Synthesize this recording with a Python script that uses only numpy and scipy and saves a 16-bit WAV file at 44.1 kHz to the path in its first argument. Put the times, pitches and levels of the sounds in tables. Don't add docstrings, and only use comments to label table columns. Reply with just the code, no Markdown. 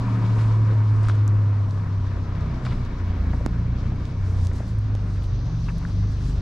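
import sys
import numpy as np
from scipy import signal
from scipy.fft import rfft, irfft, next_fast_len
from scipy.io import wavfile

SR = 44100
rng = np.random.default_rng(int(sys.argv[2]) if len(sys.argv) > 2 else 0)


def file_out(sig):
    cols = np.atleast_2d(sig).T
    lim = np.clip(cols, -1, 1)
    pcm = np.round(lim * 32767).astype(np.int16)
    wavfile.write(sys.argv[1], SR, pcm)


def how_loud(loudness_db):
    steps = np.asarray(loudness_db, float) / 20
    return 10 ** steps


N = 282681

# t/s, firing f/Hz, effort level/dB
ENGINE_COURSE = [(-0.0, 38.56, -27.6), (0.35, 36.64, -21.5), (1.34, 34.52, -20.6), (1.55, 33.8, -21.7),
                 (1.74, 33.41, -26.9), (2.31, 31.58, -28.8), (2.94, 30.25, -30.5), (3.29, 28.81, -21.9),
                 (3.54, 28.05, -26.0), (3.93, 31.46, -25.8), (4.21, 32.27, -31.9), (4.51, 29.68, -27.0),
                 (4.77, 26.23, -33.0), (5.04, 25.1, -28.5), (5.52, 22.75, -32.7), (5.69, 23.1, -31.4),
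                 (6.07, 25.57, -28.3), (6.41, 24.41, -24.7)]
COASTING_DB = [-28, -33.5, 3.6, -24.8, -30.2, -41, -33, -35, -39, -42]
LOADED_DB = [-9, -.8, .7, -7, -17, -16, -17, -22, -23, -26]
# start t/s, end t/s
LOAD_ON_S = (1.37, 2.41)
# f/Hz, level/dB
PIPE_RESPONSE = [(20.0, -14.7), (32.0, 4.8), (56.0, 0.3), (75.0, -9.6), (100.0, 0.4), (125.0, 0.0),
                 (165.0, -0.8), (230.0, -3.7), (265.0, -2.0), (320.0, -12.0)]
# t/s, f/Hz, half length/s, level/dB
WALL_ECHOES = [(0.1, 262.0, 0.2, 18.0), (2.05, 98.0, 0.15, 2.0), (5.45, 70.0, 0.15, 4.0),
               (4.75, 190.0, 0.15, 5.0), (2.75, 195.0, 0.15, 8.0), (0.17, 189.0, 0.301, 22.8),
               (0.5, 245.0, 0.25, 12.0), (0.15, 80.0, 0.15, 12.0), (0.7, 180.0, 0.12, 10.6),
               (1.3, 310.0, 0.15, 8.0), (1.9, 262.0, 0.15, 8.0), (1.07, 69.0, 0.229, 18.2),
               (1.83, 131.0, 0.204, 5.7), (1.85, 165.0, 0.139, 15.7), (2.16, 62.0, 0.044, 11.0),
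               (2.44, 159.0, 0.18, 14.2), (2.58, 93.0, 0.076, -16.8), (2.7, 124.0, 0.16, 9.5),
               (2.75, 242.0, 0.2, 6.0), (2.5, 60.0, 0.1, 5.0), (3.1, 200.0, 0.1, 5.0),
               (2.81, 29.0, 0.143, 9.0), (2.95, 92.0, 0.034, -13.5), (3.06, 91.0, 0.106, 5.5),
               (3.12, 125.0, 0.167, -19.1), (3.32, 58.0, 0.108, 1.0), (3.46, 85.0, 0.033, -11.3),
               (3.56, 174.0, 0.194, 7.7), (3.65, 118.0, 0.12, 7.4), (3.3, 265.0, 0.15, 3.0),
               (3.95, 190.0, 0.2, 6.0), (4.1, 265.0, 0.1, 5.0), (4.6, 195.0, 0.25, 5.0),
               (4.07, 97.0, 0.077, -9.3), (4.16, 159.0, 0.216, 10.2), (4.3, 99.0, 0.233, 9.3),
               (4.31, 63.0, 0.06, 6.0), (4.53, 90.0, 0.111, 2.8), (4.82, 104.0, 0.191, 16.7),
               (5.07, 176.0, 0.097, 8.4), (5.23, 105.0, 0.204, 10.9), (5.57, 111.0, 0.339, 22.7),
               (5.64, 168.0, 0.293, 21.3), (5.85, 240.0, 0.25, 6.0), (5.25, 30.0, 0.1, 5.0),
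               (6.0, 176.0, 0.059, 13.1), (6.02, 110.0, 0.15, 14.3), (6.26, 136.0, 0.097, 20.1)]
# t/s, peak level/dB, ring f/Hz, t60/s, pan/dB
SOLE_KNOCKS = [
    (1.053, -30, 1280, 0.014, -1),
    (1.0855, -23, 1300, 0.007, 6),
    (1.098, -20.5, 1350, 0.0065, 4),
    (1.776, -32, 1140, 0.0037, -1),
    (3.409, -28.5, 525, 0.018, 1.0),
    (3.92, -33, 711, 0.011, -0.5),
    (4.513, -40, 554, 0.02, -3),
    (4.604, -27, 572.3, 0.01, -0.5),
    (4.951, -29, 585, 0.0041, -15),
    (5.851, -27.5, 1470, 0.01, 5),
]
# t/s, length/s, level/dB, lowest f/Hz, highest f/Hz
SOLE_SCUFFS = [(.385, .07, -45, 900, 4000), (1.032, .03, -47, 900, 5500), (1.066, 0.015, -44, 700, 4500),
               (1.084, 0.025, -42.5, 900, 5500), (2.65, .03, -38, 700, 2600),
               (2.651, .022, -44, 2000, 5500), (2.664, .012, -39, 600, 2000), (2.706, .01, -47, 2000, 4500),
               (2.716, .018, -40, 900, 2600), (3.33, 0.018, -37, 500, 1300),
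               (3.331, 0.012, -41, 1200, 2000), (5.682, .031, -40.5, 900, 1800),
               (5.684, .022, -44, 1900, 2800), (5.812, .035, -47, 800, 2400),
               (1.088, .035, -49, 2800, 5600), (2.722, .014, -46, 1500, 5000),
               (4.514, 0.0065, -44, 1002, 2000)]
# t/s, peak level/dB, lowest
# f/Hz, highest f/Hz, pan/dB
TICKS = [(.392, -41.5, 1800, 7000, 2), (.416, -41.5, 2500, 7500, 3), (.439, -40, 2000, 5000, 2),
         (1.049, -37, 2400, 5500, 3), (1.0855, -33.5, 2500, 5700, 3), (1.709, -37.5, 3600, 5900, 6),
         (2.352, -36, 1700, 3600, 6), (2.652, -33.5, 1200, 6900, -1), (2.851, -37, 2000, 6488, 3),
         (3.4624, -22.5, 2900, 7200, -2), (4.0539, -32, 2210, 5850, 1.5), (4.4488, -37, 3500, 8000, 1),
         (4.453, -42, 4000, 10000, 1), (4.4565, -41, 3500, 8000, 1), (4.4703, -26.5, 2600, 8000, 2),
         (4.952, -31.5, 2500, 7000, -1), (5.223, -41, 2000, 4000, 1.5), (5.242, -37, 2500, 4500, .5),
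         (5.392, -41, 2400, 4800, 1.5),
         (1.0325, -44, 6500, 8900, 7), (1.0855, -35.5, 6448, 9860, 4.5), (1.098, -42, 6500, 9000, 5),
               (1.059, -46, 6500, 9500, 5), (1.155, -48, 6500, 8500, 5), (1.2765, -40, 6500, 13500, 6),
               (1.2788, -30, 5300, 8000, 8.5), (1.2792, -43, 9500, 13990, 4), (2.409, -49, 6000, 8450, 2),
               (2.858, -58, 9000, 11600, 2), (3.4626, -37.5, 10500, 15500, -2.5),
               (4.449, -48, 9000, 15000, 1), (4.4703, -43, 8500, 15000, 2), (4.534, -39, 3500, 9500, 1.5),
               (4.684, -48, 9000, 12800, 0), (4.786, -42.5, 6770, 13500, 7), (4.812, -56, 11000, 13000, 5),
               (4.952, -39.5, 6500, 10300, 0), (5.237, -45.5, 7530, 12600, 5),
               (5.784, -37.5, 5970, 14540, 3.5)]
# t/s, body level/dB, body f/Hz, t60/s, crack level/dB, crack f/Hz
HOLDER_KNOCK = [
    (3.4625, -8.5, 225, 0.015, -11.5, 1150),
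]
# t/s, peak level/dB, rise/s per 10 dB, fall/s per 10 dB
CLOTH_SLIPS = [(.43, -68, .1, .08), (1.09, -70, .12, .07), (1.71, -72, .03, .07), (2.655, -67.5, .025, .05),
               (2.73, -71, .06, .055), (3.34, -75, .05, .25), (4.07, -73, .08, .07), (4.27, -69, .06, .4),
               (4.46, -62.5, .14, .035), (4.56, -63, .03, .08), (4.69, -66.5, .09, .055),
               (5.15, -68.5, .14, .04), (5.25, -68, .05, .035), (5.7, -68.5, .12, .1),
               (5.89, -69.5, .15, .1), (6.12, -68, .035, .055), (6.28, -61.5, .09, .08)]
# f/Hz, level/dB per Hz
CLOTH_SPECTRUM = [(1500, -32.5), (3000, -3), (5000, 4.5), (8000, -2.5), (11000, -12), (13000, -16),
                  (15500, -27)]
# t/s, level/dB
TRAFFIC = [(0, -55), (.36, -55), (.8, -58.5), (1.09, -57), (1.41, -60), (1.95, -60), (2.62, -56.5),
           (3.07, -56.5), (3.5, -59), (3.86, -58.5), (4.43, -60), (5.59, -60), (5.89, -59), (6.41, -57.5)]
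# f/Hz, level/dB per Hz
RUMBLE_SPECTRUM = [(14, -3.5), (25, -11.5), (45, -1.5), (80, -4), (130, -5.5), (200, -10.5), (260, -9.5),
                   (330, -18), (450, -24.5), (800, -55)]
# f/Hz, level/dB per Hz
ROAR_SPECTRUM = [(210, -31.5), (350, -2), (420, -3.5), (550, -5), (720, -7), (830, -11.5), (1100, -9.5),
                 (1600, -12), (2100, -17.5), (2450, -21), (2900, -27), (4200, -59.5)]
# f/Hz, level/dB per Hz
TREAD_SPECTRUM = [(600, -44.5), (830, -10.5), (940, 2), (1030, 1.5), (1200, -2.5), (1500, -15.5),
                  (2200, -48)]
# f/Hz, level/dB per Hz
HISS_SPECTRUM = [(1410, -29), (2400, -3), (2620, -2), (3850, -1), (5790, -7), (10400, -31.5),
                 (12100, -29.5), (12500, -30), (12900, -48)]
# t/s, level/dB
FAN_WHINE = [
    (0, -58),
    (2.1, -78.5),
    (2.5, -60),
    (4.3, -64.5),
    (4.8, -78),
    (6.41, -88),
]
# t/s, level/dB
VENT_HISS = [
    (0, -71.5),
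    (3.6, -69.5),
    (4.3, -62.5),
    (5.0, -64),
    (5.4, -57),
    (6.41, -59),
]
# f/Hz, level/dB per Hz
VENT_SPECTRUM = [(2500, -39.5), (3100, -10.5), (3700, -1.5), (4800, -0.5), (5400, -2.5), (6100, 0),
                 (6700, -11), (8000, -38.5)]
# t/s, peak level/dB, rise/s per 10 dB, fall/s per 10 dB
TRILL_BOUTS = [
    (1.16, -81, 1.5, 1.5),
    (2.4, -82, .8, .6),
    (3.3, -78, .9, .2),
    (3.9, -86, .3, .8),
    (4.69, -80, .03, .03),
    (5.65, -85, .2, .6),
]
# f/Hz, level/dB per Hz
BREEZE_SPECTRUM = [(10, -14.5), (20, -0.5), (35, -3), (60, -6), (110, -30)]
# f/Hz, side minus mid level/dB
WIDTH = [(25, -20.5), (60, -24), (125, -23), (250, -17.5), (500, -7.3), (1000, -7), (2000, -5.5),
         (4000, -5.5), (8000, -4), (13000, -2.5)]
# f/Hz, left minus right level/dB
LEAN = [(25, -0.5), (125, .4), (250, 1.2), (500, .8), (1000, 2.5), (2000, 3), (4000, 0.4), (8000, 3.5),
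        (13000, 8.5)]
# f/Hz, angle/rad (0 = unrelated noise, pi / 2 = a lag only)
PORT_TURN = [(200, .1), (700, .55), (2500, .5), (5000, .3), (6500, -.35), (13000, -.5)]


def engine():
    firing_hz, effort_db = in_time(ENGINE_COURSE)
    load = np.interp(seconds(), LOAD_ON_S, [0, 1])
    levels_db = []
    for k, (shut_db, open_db) in enumerate(zip(COASTING_DB, LOADED_DB), 1):
        throttle_db = shut_db + load * (open_db - shut_db)
        levels_db.append(effort_db + throttle_db + colour_db(k * firing_hz, load))
    ragged = 0.35 + 0.65 * load
    boom = orders(firing_hz, levels_db[:4], first=1, rough_db=1.8 * ragged, wander=0.25 * ragged)
    growl = orders(firing_hz, levels_db[4:], first=5, rough_db=2.5, wander=0.3)
    return (boom + growl) * sides(0.3)


def orders(firing_hz, levels_db, first, rough_db, wander):
    turn = 2 * np.pi * np.cumsum(firing_hz) / SR
    out = 0
    for k, level_db in enumerate(levels_db, first):
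        phase = k * turn + rng.uniform(0, 2 * np.pi) + wander * drift(16)
        uneven = how_loud(-29.5) * (drift(3) * np.sin(phase) + drift(3) * np.cos(phase))
        tone = np.sin(phase) + uneven * [[1], [-1]]
        out = out + how_loud(level_db + rough_db * drift(18)) * tone
    return np.sqrt(2) * out


def colour_db(hz, load):
    step, echo_width_hz = 200, 16.9
    t, pitch = np.arange(0, N, step) / SR, hz[::step]
    echo_db = 0
    for s, centre_hz, half_s, db in WALL_ECHOES:
        distance = ((t - s) / half_s) ** 2 + ((pitch - centre_hz) / echo_width_hz) ** 2
        echo_db = echo_db + db * np.exp(-distance)
    return np.interp(seconds(), t, echo_db + load[::step] * at_hz(PIPE_RESPONSE, pitch))


def soles():
    out, click = np.zeros((2, N)), np.eye(1, 2000)[0]
    for s, peak_db, hz, t60_s, pan_db in SOLE_KNOCKS:
        knock = ring(ring(click, hz, t60_s), 1.25 * hz, 0.49 * t60_s)
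        add(out, s, how_loud(peak_db) * knock / abs(knock).max() * sides(pan_db))
    for s, length_s, level_db, low_hz, high_hz in SOLE_SCUFFS:
        grains_db = 4 * np.repeat(rng.standard_normal(100), 60)
        grit = rng.standard_normal(6000) * how_loud(grains_db)
        grit = signal.lfilter([1], [1, -0.93], grit)
        grit = rms_one(band(grit, low_hz, high_hz))
        progress = np.clip(np.arange(6000) / (length_s * SR), 0, 1)
        stroke = np.sin(np.pi * progress ** 0.4) ** 0.5
        scuff = grit * stroke
        scuff = scuff / np.sqrt(np.sum(scuff ** 2) / np.sum(stroke ** 2))
        add(out, s, how_loud(level_db) * scuff * sides(1.8))
    return out


def holder():
    out, click = np.zeros((2, N)), np.eye(1, 2000)[0]
    for s, body_db, body_hz, t60_s, crack_db, crack_hz in HOLDER_KNOCK:
        crack = how_loud(crack_db) * ring(click, crack_hz, 0.0022)
        body = how_loud(body_db) * ring(np.roll(click, round(0.0004 * SR)), body_hz, t60_s)
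        add(out, s, (body - crack) * sides(-7.7))
    return out


def ticks():
    out, t = np.zeros((2, N)), np.arange(1500) / SR
    for s, peak_db, low_hz, high_hz, pan_db in TICKS:
        tail = 0.09 * rng.standard_normal(len(t)) * np.exp(-t / 0.0006)
        tick = band((t == 0) + tail, low_hz, high_hz)
        add(out, s, how_loud(peak_db) * tick / abs(tick).max() * sides(pan_db))
    return out


def cloth():
    swish = how_loud(-70.5 - 5.5 * seconds())
    grain = 2.6 * how_loud(0.76 * drift(90))
    return (bouts(CLOTH_SLIPS) + swish) * grain * diffuse(CLOTH_SPECTRUM, patchy_db=-0.3, wide_db=-2.3)


def street():
    traffic_db, = in_time(TRAFFIC)
    swing_db, t = traffic_db + 58, seconds()
    rumble_db = -32.5 + 0.8 * swing_db - 0.3 * t
    roar_db = -41.5 + 0.5 * swing_db - 0.9 * t
    tread_db = -42.6 + 0.4 * swing_db - 2.5 * t
    rumble = how_loud(rumble_db) * diffuse(RUMBLE_SPECTRUM, patchy_db=1.0, wide_db=-1.5)
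    roar = how_loud(roar_db) * diffuse(ROAR_SPECTRUM, patchy_db=1.44, wide_db=0.2)
    tread = how_loud(tread_db) * diffuse(TREAD_SPECTRUM, patchy_db=0.5, wide_db=-0.6)
    hiss = how_loud(traffic_db + 1.5) * diffuse(HISS_SPECTRUM, patchy_db=1.5, wide_db=1.7)
    return rumble + roar + tread + hiss


def fan():
    whine_db, = in_time(FAN_WHINE)
    vent_db, = in_time(VENT_HISS)
    whine = rms_one(ring(rng.standard_normal(N), 2250, 0.038))
    vent = diffuse(VENT_SPECTRUM, patchy_db=0.5, wide_db=-3.5)
    return how_loud(whine_db) * whine * sides(2.1) + how_loud(vent_db) * vent


def insect():
    noise = 0.7 * rng.standard_normal(N) + 0.6 * rng.standard_normal((2, N))
    lower = ring(ring(noise, 11700, 0.003), 11800, 0.003)
    upper = ring(ring(noise, 12050, 0.003), 12200, 0.003)
    throb = how_loud(-1.0 + 3.3 * drift(25) + 1.0 * drift(5))
    return bouts(TRILL_BOUTS) * throb * rms_one(lower + upper) * sides(4.0)


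def breeze():
    return how_loud(-40) * diffuse(BREEZE_SPECTRUM, patchy_db=4.5, wide_db=10.5)


def diffuse(spectrum, patchy_db, wide_db):
    size = next_fast_len(N)
    hz = np.maximum(np.fft.rfftfreq(size, 1 / SR), 1)
    mid, side = rfft(rng.standard_normal((2, size))) * how_loud(at_hz(spectrum, hz))
    turn = at_hz(PORT_TURN, hz)
    side = side * np.cos(turn) - 1j * mid * np.sin(turn)
    side = side * how_loud(at_hz(WIDTH, hz) + wide_db)
    pair = np.array([mid + side, mid - side]) * sides(at_hz(LEAN, hz))
    low, high = np.log2(spectrum[0][0]), np.log2(spectrum[-1][0])
    out, together = 0, drift(6.4)
    for octave in np.arange(low, high + 1):
        part = pair * np.maximum(1 - abs(np.log2(hz) - octave), 0)
        flicker_db = patchy_db * (0.6 * together + drift(14))
        out = out + irfft(part, size)[:, :N] * how_loud(flicker_db)
    return rms_one(out)


def bouts(rows):
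    t = np.arange(0, N + 40, 40) / SR
    slopes_db = [peak_db - 10 * np.maximum((s - t) / rise_s, (t - s) / fall_s)
                 for s, peak_db, rise_s, fall_s in rows]
    return np.interp(seconds(), t, how_loud(np.max(slopes_db, axis=0)))


def drift(rate_hz):
    r = np.exp(-80 * np.pi * rate_hz / SR)
    slow = signal.lfilter([1], [1, -2 * r, r * r], rng.standard_normal(N // 40 + 2002))[2000:]
    return np.interp(np.arange(N) / 40, np.arange(len(slow)), rms_one(slow))


def ring(x, hz, t60_s):
    r, w = how_loud(-60 / (t60_s * SR)), 2 * np.pi * hz / SR
    return signal.lfilter([0, np.sin(w)], [1, -2 * r * np.cos(w), r * r], x)


def band(x, low_hz, high_hz):
    return signal.sosfilt(signal.butter(3, [low_hz, high_hz], "band", fs=SR, output="sos"), x)


def rms_one(x):
    return x / np.sqrt(np.mean(x ** 2) + 1e-20)


def seconds():
    return np.arange(N) / SR


def in_time(rows):
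    s, *columns = np.transpose(rows)
    return [np.interp(seconds(), s, c) for c in columns]


def at_hz(points, hz):
    table_hz, values = np.transpose(points)
    return np.interp(np.log(hz), np.log(table_hz), values)


def sides(pan_db):
    return how_loud(np.array([[0.5], [-0.5]]) * pan_db)


def add(out, s, sound):
    i = round(s * SR)
    out[:, i:i + sound.shape[1]] += sound[:, :N - i]


def scene():
    steps = soles() + holder() + ticks() + cloth()
    background = street() + fan() + insect() + breeze()
    return engine() + steps + background


def low_pass(x):
    return signal.sosfilt(signal.butter(12, 15300, fs=SR, output="sos"), x)


def record(dry):
    rolled = signal.sosfilt(signal.butter(3, 12700, fs=SR, output="sos"), dry)
    fade = np.minimum(np.arange(N)[::-1] / 60, 1)
    return low_pass(rolled * fade)


dry = scene()
out = record(dry)
file_out(out)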